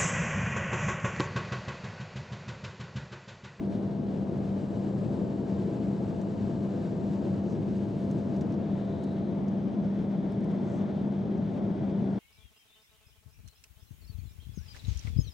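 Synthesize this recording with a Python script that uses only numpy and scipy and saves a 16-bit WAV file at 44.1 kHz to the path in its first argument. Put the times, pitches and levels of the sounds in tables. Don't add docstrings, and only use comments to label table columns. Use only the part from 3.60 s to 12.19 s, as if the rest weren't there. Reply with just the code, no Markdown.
import sys
import numpy as np
from scipy import signal
from scipy.fft import rfft, irfft, next_fast_len
from scipy.io import wavfile
from scipy.ndimage import map_coordinates

SR = 44100
rng = np.random.default_rng(int(sys.argv[2]) if len(sys.argv) > 2 else 0)


def to_wav(s):
    ch = np.atleast_2d(s).T
    pcm = np.round(np.clip(ch, -1, 1) * 32767)
    wavfile.write(sys.argv[1], SR, pcm.astype(np.int16))


N = 378819
TIME_S = np.arange(N) / SR


def from_db(db):
    return 10 ** (np.asarray(db) / 20)


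def unit_rms(x):
    return x / np.sqrt(np.mean(x ** 2) + 1e-20)


def at_hz(curve, hz):
    known_hz, value = np.transpose(curve)
    return np.interp(np.log(np.maximum(hz, 1)), np.log(known_hz), value)


def in_time(curve):
    return np.interp(TIME_S, *np.transpose(curve))


def butter(x, hz, kind="low"):
    return signal.sosfilt(signal.butter(2, hz, kind, fs=SR, output="sos"), x)


def drift(rate_hz):
    hop, warmup = 40, 2000
    pole = np.exp(-2 * np.pi * rate_hz * hop / SR)
    noise = rng.standard_normal(N // hop + warmup + 2)
    slow = signal.lfilter([1], [1, -2 * pole, pole * pole], noise)[warmup:]
    return np.interp(np.arange(N) / hop, np.arange(len(slow)), unit_rms(slow))


def turned(start_s=4.64, length_s=1.4, initial=0.35, settle_s=0.86):
    settling = initial * np.clip(1 - TIME_S / settle_s, 0, 1)
    return settling + np.clip((TIME_S - start_s) / length_s, 0, 1)


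def with_turn(before, after):
    return before + (after - before) * turned()


def resonance(hz, width_hz):
    in_phase, quadrature = butter(rng.standard_normal((2, N)), width_hz)
    phase = 2 * np.pi * np.cumsum(hz) / SR
    return unit_rms(in_phase * np.cos(phase) + quadrature * np.sin(phase))


# t/s, length/s, f/Hz, glide/(Hz/s), half-width/Hz, level/dB
GAP_RINGS = [(0.698, 3.2, 7470, 0, 200, -81), (4.85, 1.03, 3470, 650, 240, -69.5),
             (6.15, 3.2, 3430, -20, 260, -77.5)]


def recess(fade_s=0.38, overtone_ratio=1.86, overtone_db=-17.5):
    out = np.zeros(N)
    for start_s, length_s, hz, glide_hz_per_s, width_hz, db in GAP_RINGS:
        age_s = TIME_S - start_s
        envelope = np.clip(np.minimum(age_s, length_s - age_s) / fade_s, 0, 1)
        centre_hz = hz + glide_hz_per_s * age_s
        ring = resonance(centre_hz, width_hz)
        overtone = from_db(overtone_db) * resonance(centre_hz * overtone_ratio, width_hz=900)
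        out += from_db(db) * envelope * (ring + overtone)
    return out


# f/Hz, relative level/dB
CASING_RESONANCES = [(5650, -4.5), (6180, 1.5), (7450, -3)]


def friction(hz, size, edge_ratio, skirt_db, skirt_hz, ring_db, mode_width_hz=230, dull_hz=11500):
    band = butter(rng.standard_normal(size), [hz / edge_ratio, hz * edge_ratio], "band")
    skirt = butter(rng.standard_normal(size), skirt_hz)
    rub = unit_rms(band) + from_db(skirt_db) * unit_rms(skirt)
    rings = np.zeros(size)
    for mode_hz, mode_db in CASING_RESONANCES:
        mode = signal.iirpeak(mode_hz, mode_hz / mode_width_hz, fs=SR)
        rings += from_db(mode_db) * signal.lfilter(*mode, rub)
    return unit_rms(butter(rub + from_db(ring_db) * rings, dull_hz))


# t/s, length/s, level/dB, f/Hz
FINGER_SLIDES = [(3.833, 0.13, -67.5, 5500), (4.11, .1, -73, 7000), (4.32, 0.13, -77, 8600),
                 (5.46, .11, -81, 9200), (6.95, 0.3, -69, 6400), (7.26, 0.2, -66.5, 3300),
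                 (7.853, 0.16, -65, 2400)]


def slides(skew=1.5, roundness=1.4):
    out = np.zeros(N)
    for start_s, length_s, db, hz in FINGER_SLIDES:
        start, size = round(start_s * SR), round(length_s * SR)
        arch = np.sin(np.pi * np.linspace(0, 1, size) ** skew) ** roundness
        rub = friction(hz, size, edge_ratio=1.27, skirt_db=-9, skirt_hz=7000, ring_db=0.5)
        out[start:start + size] += from_db(db) * arch * rub
    return out


# t/s, level/dB re gain_db, T60/s, f/Hz, skirt corner/Hz
GRIP_TICKS = [(2.6138, -55, .03, 6400, 6000), (4.511, -55.5, .04, 6200, 8500),
              (4.7615, -57, .045, 5800, 5000), (4.8092, -53.5, .045, 6200, 5000),
              (4.9205, -57.5, .055, 5200, 5000), (4.939, -57.5, .045, 5200, 4500),
              (5.435, -59, .03, 7800, 8500), (5.439, -57, .035, 5800, 8000),
              (5.8803, -57.5, 0.051, 5200, 5000), (6.7212, -51, 0.0079, 6900, 8000),
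              (6.8075, -59, .01, 8200, 6000), (6.8438, -57, .009, 8200, 6000),
              (6.9143, -58, .009, 7800, 6000), (7.7795, -60, .012, 7000, 6000)]


def ticks(gain_db=-0.7, rise_per_t60=0.035):
    out, t = np.zeros(N), np.arange(SR // 2) / SR
    for start_s, db, t60_s, hz, skirt_hz in GRIP_TICKS:
        start, rise_s = round(start_s * SR), rise_per_t60 * t60_s
        burst = np.minimum(t / rise_s, 1) * from_db(-60 * np.maximum(t - rise_s, 0) / t60_s)
        rub = friction(hz, len(t), edge_ratio=1.17, skirt_db=4.5, skirt_hz=skirt_hz, ring_db=-14)
        out[start:start + len(t)] += from_db(db + gain_db) * burst * rub
    return out


def pan(left_db):
    return from_db(np.array([[0.5], [-0.5]]) * left_db)


def tone(hz, wander_hz, lead_rad=0):
    phase = 2 * np.pi * (np.cumsum(hz + wander_hz * drift(3)) / SR + rng.random())
    return np.sqrt(2) * np.sin(phase + np.array([[lead_rad], [0]]))


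# f/Hz, level before turn/dB, level after turn/dB, wander/Hz
ROTOR_TONES = [(194.4, -47.5, -47.5, .1), (217.6, -49, -44, .6), (394.4, -55, -55, .4),
               (591.6, -60, -58, 1.0), (1977, -86, -79, 6), (2194, -80, -82, 7), (2352, -86, -84, 6),
               (3047.5, -81, -85, 2), (6684, -89, -92, 2)]


def whines(waver_db=1.5):
    return sum(from_db(with_turn(before_db, after_db) + waver_db * drift(2.6)) * tone(hz, wander_hz)
               for hz, before_db, after_db, wander_hz in ROTOR_TONES)


# t/s, level/dB
FAN_LEVEL = [(0, -51.4), (2.3, -50.9), (3.6, -51), (4.05, -52.5), (4.8, -49.3), (5.55, -50), (6.5, -56.5),
             (8.5, -55.5)]


def cabin_fan(blade_hz=669.9, waver_db=0.6):
    gain = from_db(in_time(FAN_LEVEL) + waver_db * drift(2.5))
    return gain * tone(blade_hz, wander_hz=0.077, lead_rad=0.34) * pan(left_db=3)


# t/s, level/dB
HUM_LEVEL = [(0, -34.5), (2.2, -35.5), (4.2, -34), (5.4, -34), (6.1, -32), (7.5, -33), (8.5, -33)]


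def shaft_hum(shaft_hz=197.2, waver_db=1.06):
    gain = from_db(in_time(HUM_LEVEL) + waver_db * drift(7.3))
    return gain * tone(shaft_hz, wander_hz=0.13) * pan(left_db=-0.5)


# f/Hz, correlation
PORT_CORRELATION = [(30, 0.62), (65, 0.91), (120, 0.92), (250, 1), (450, 0.86), (750, 0.92), (1150, 0.41),
                    (1800, 0.6), (2700, 0.66), (4200, 0.97), (6400, 1), (9800, 0.63), (13000, -0.48)]
# f/Hz, level/dB
PORT_BALANCE = [(60, 1), (140, -0.1), (210, 8), (330, 1.5), (500, 5), (750, 8.5), (1200, 3), (2000, 0),
                (3300, 1), (5500, -1), (15000, 0.5)]
# f/Hz, phase/rad
PORT_LEAD = [(60, -0.4), (350, .1), (690, 0.6), (900, 0.32), (1120, -1.5), (1550, -0.43), (4500, -0.4),
             (9000, 0)]


def airflow(before, after, turn):
    size = next_fast_len(N, True)
    hz = np.arange(size // 2 + 1) * SR / size
    mid, side = rfft(rng.standard_normal((2, size)))
    alike, sign = at_hz(PORT_CORRELATION, hz), np.array([[1], [-1]])
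    field = np.sqrt(1 + alike) * mid + np.sqrt(1 - alike) * side * sign
    field *= pan(at_hz(PORT_BALANCE, hz)) * np.exp(0.5j * sign * at_hz(PORT_LEAD, hz))
    first, second = [irfft(field * from_db(at_hz(shape, hz)))[:, :N] for shape in (before, after)]
    return (1 - turn) * unit_rms(first) + turn * unit_rms(second)


# f/Hz, relative level/dB
VENT_BEFORE = [(710, -30.5), (1200, -11.5), (1410, -4.5), (1550, -1), (2090, -9), (2950, -10), (3280, -12),
               (3980, -12), (4930, -16), (5600, -18.5), (7480, -21.5), (8590, -28), (11500, -37),
               (15500, -39)]
VENT_AFTER = [(710, -33), (1200, -6), (1270, -9), (1380, 0.5), (1860, -2.5), (1940, -3.5), (2260, -5),
              (2760, -9.5), (3350, -7), (4470, -15), (6300, -19.5), (7010, -25), (8060, -26),
              (15500, -49.5)]


def vent_hiss(before_db=-59.5, after_db=-60, shadow_db=1, flutter_db=1):
    shadow = np.sin(np.pi * turned() ** 2)
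    db = with_turn(before_db, after_db) - shadow_db * shadow + flutter_db * drift(14)
    clearing = turned(start_s=4.74, length_s=0.98)
    return from_db(db) * airflow(VENT_BEFORE, VENT_AFTER, clearing)


# f/Hz, relative level/dB
FUSELAGE_BEFORE = [(12, -68.5), (25, -38), (42, -29.5), (57, -15), (80, -11.5), (98, -2.5), (170, -0.5),
                   (285, -5.0), (335, -3.5), (400, -9), (500, -12), (610, -15.5), (730, -22), (930, -25),
                   (1300, -32.5), (2200, -79.5)]
FUSELAGE_AFTER = [(12, -72), (25, -40.5), (42, -29), (57, -17), (80, -11), (98, -5.0), (170, 1),
                  (285, -4.5), (335, -6), (400, -8.5), (500, -15.5), (610, -14), (730, -21), (930, -25.5),
                  (1300, -34), (2200, -80)]


def fuselage_roar(before_db=-31.5, after_db=-32, buffet_db=0.5):
    db = with_turn(before_db, after_db) + buffet_db * drift(2.2)
    return from_db(db) * airflow(FUSELAGE_BEFORE, FUSELAGE_AFTER, turned())


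def swell(x, band_hz, db):
    band = signal.sosfiltfilt(signal.butter(2, band_hz, "band", fs=SR, output="sos"), x)
    return x + (from_db(db) - 1) * band


def shimmer(x, depth_db=1, rate_hz=2.2):
    edges_hz = np.geomspace(7800, 15500, 13)
    for band_hz in zip(edges_hz, edges_hz[1:]):
        x = swell(x, band_hz, depth_db * drift(rate_hz))
    return x


# t/s, distance/cm
PANE_DISTANCE = [(0, 5.6), (1.1, 6.43), (3.7, 6.43), (4.6, 5.9), (5.6, 6.45)]


def pane_echo(x, echo_db=-12, corner_hz=9000, sound_cm_per_s=34300):
    treble = signal.sosfiltfilt(signal.butter(3, corner_hz, "high", fs=SR, output="sos"), x)
    delay_s = 2 * in_time(PANE_DISTANCE) / sound_cm_per_s
    echo = np.array([map_coordinates(side, [(TIME_S - delay_s) * SR], order=3) for side in treble])
    return x + from_db(echo_db) * echo


# t/s, level/dB
AIR_MIDRANGE = [(0, -1), (0.8, -0.1), (3.0, -0.1), (3.65, 0.1), (4.15, -2.5), (4.6, -0.4), (5.1, 0.5),
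                (5.7, 0.3), (6.7, 0.4), (7.2, 2.2), (7.6, 0.1), (8.1, 1.3)]
AIR_TREBLE = [(0.1, 0.5), (0.4, -1.5), (1.2, 1.2), (1.6, -0.2), (3.25, 0.8), (3.55, 1.1), (4.1, -1),
              (4.7, 0.5), (4.98, -3.5), (5.3, 0), (5.7, 0.3), (6.1, 0.5), (8.25, -0.9), (8.5, 1.5)]


def cabin_air():
    air = fuselage_roar() + vent_hiss()
    air = swell(air, band_hz=(420, 1900), db=in_time(AIR_MIDRANGE))
    air = swell(air, band_hz=(4000, 17000), db=in_time(AIR_TREBLE))
    return pane_echo(shimmer(air))


def scene():
    return recess() + shaft_hum() + cabin_fan() + whines() + ticks() + slides() + cabin_air()


def record(dry):
    fade_s, cutoff_hz = 0.002, 15600
    edges = np.clip(np.minimum(TIME_S, TIME_S[-1] - TIME_S) / fade_s, 0, 1)
    return signal.sosfilt(signal.ellip(10, 0.1, 80, cutoff_hz, fs=SR, output="sos"), dry * edges)


dry = scene()
out = record(dry)
to_wav(out)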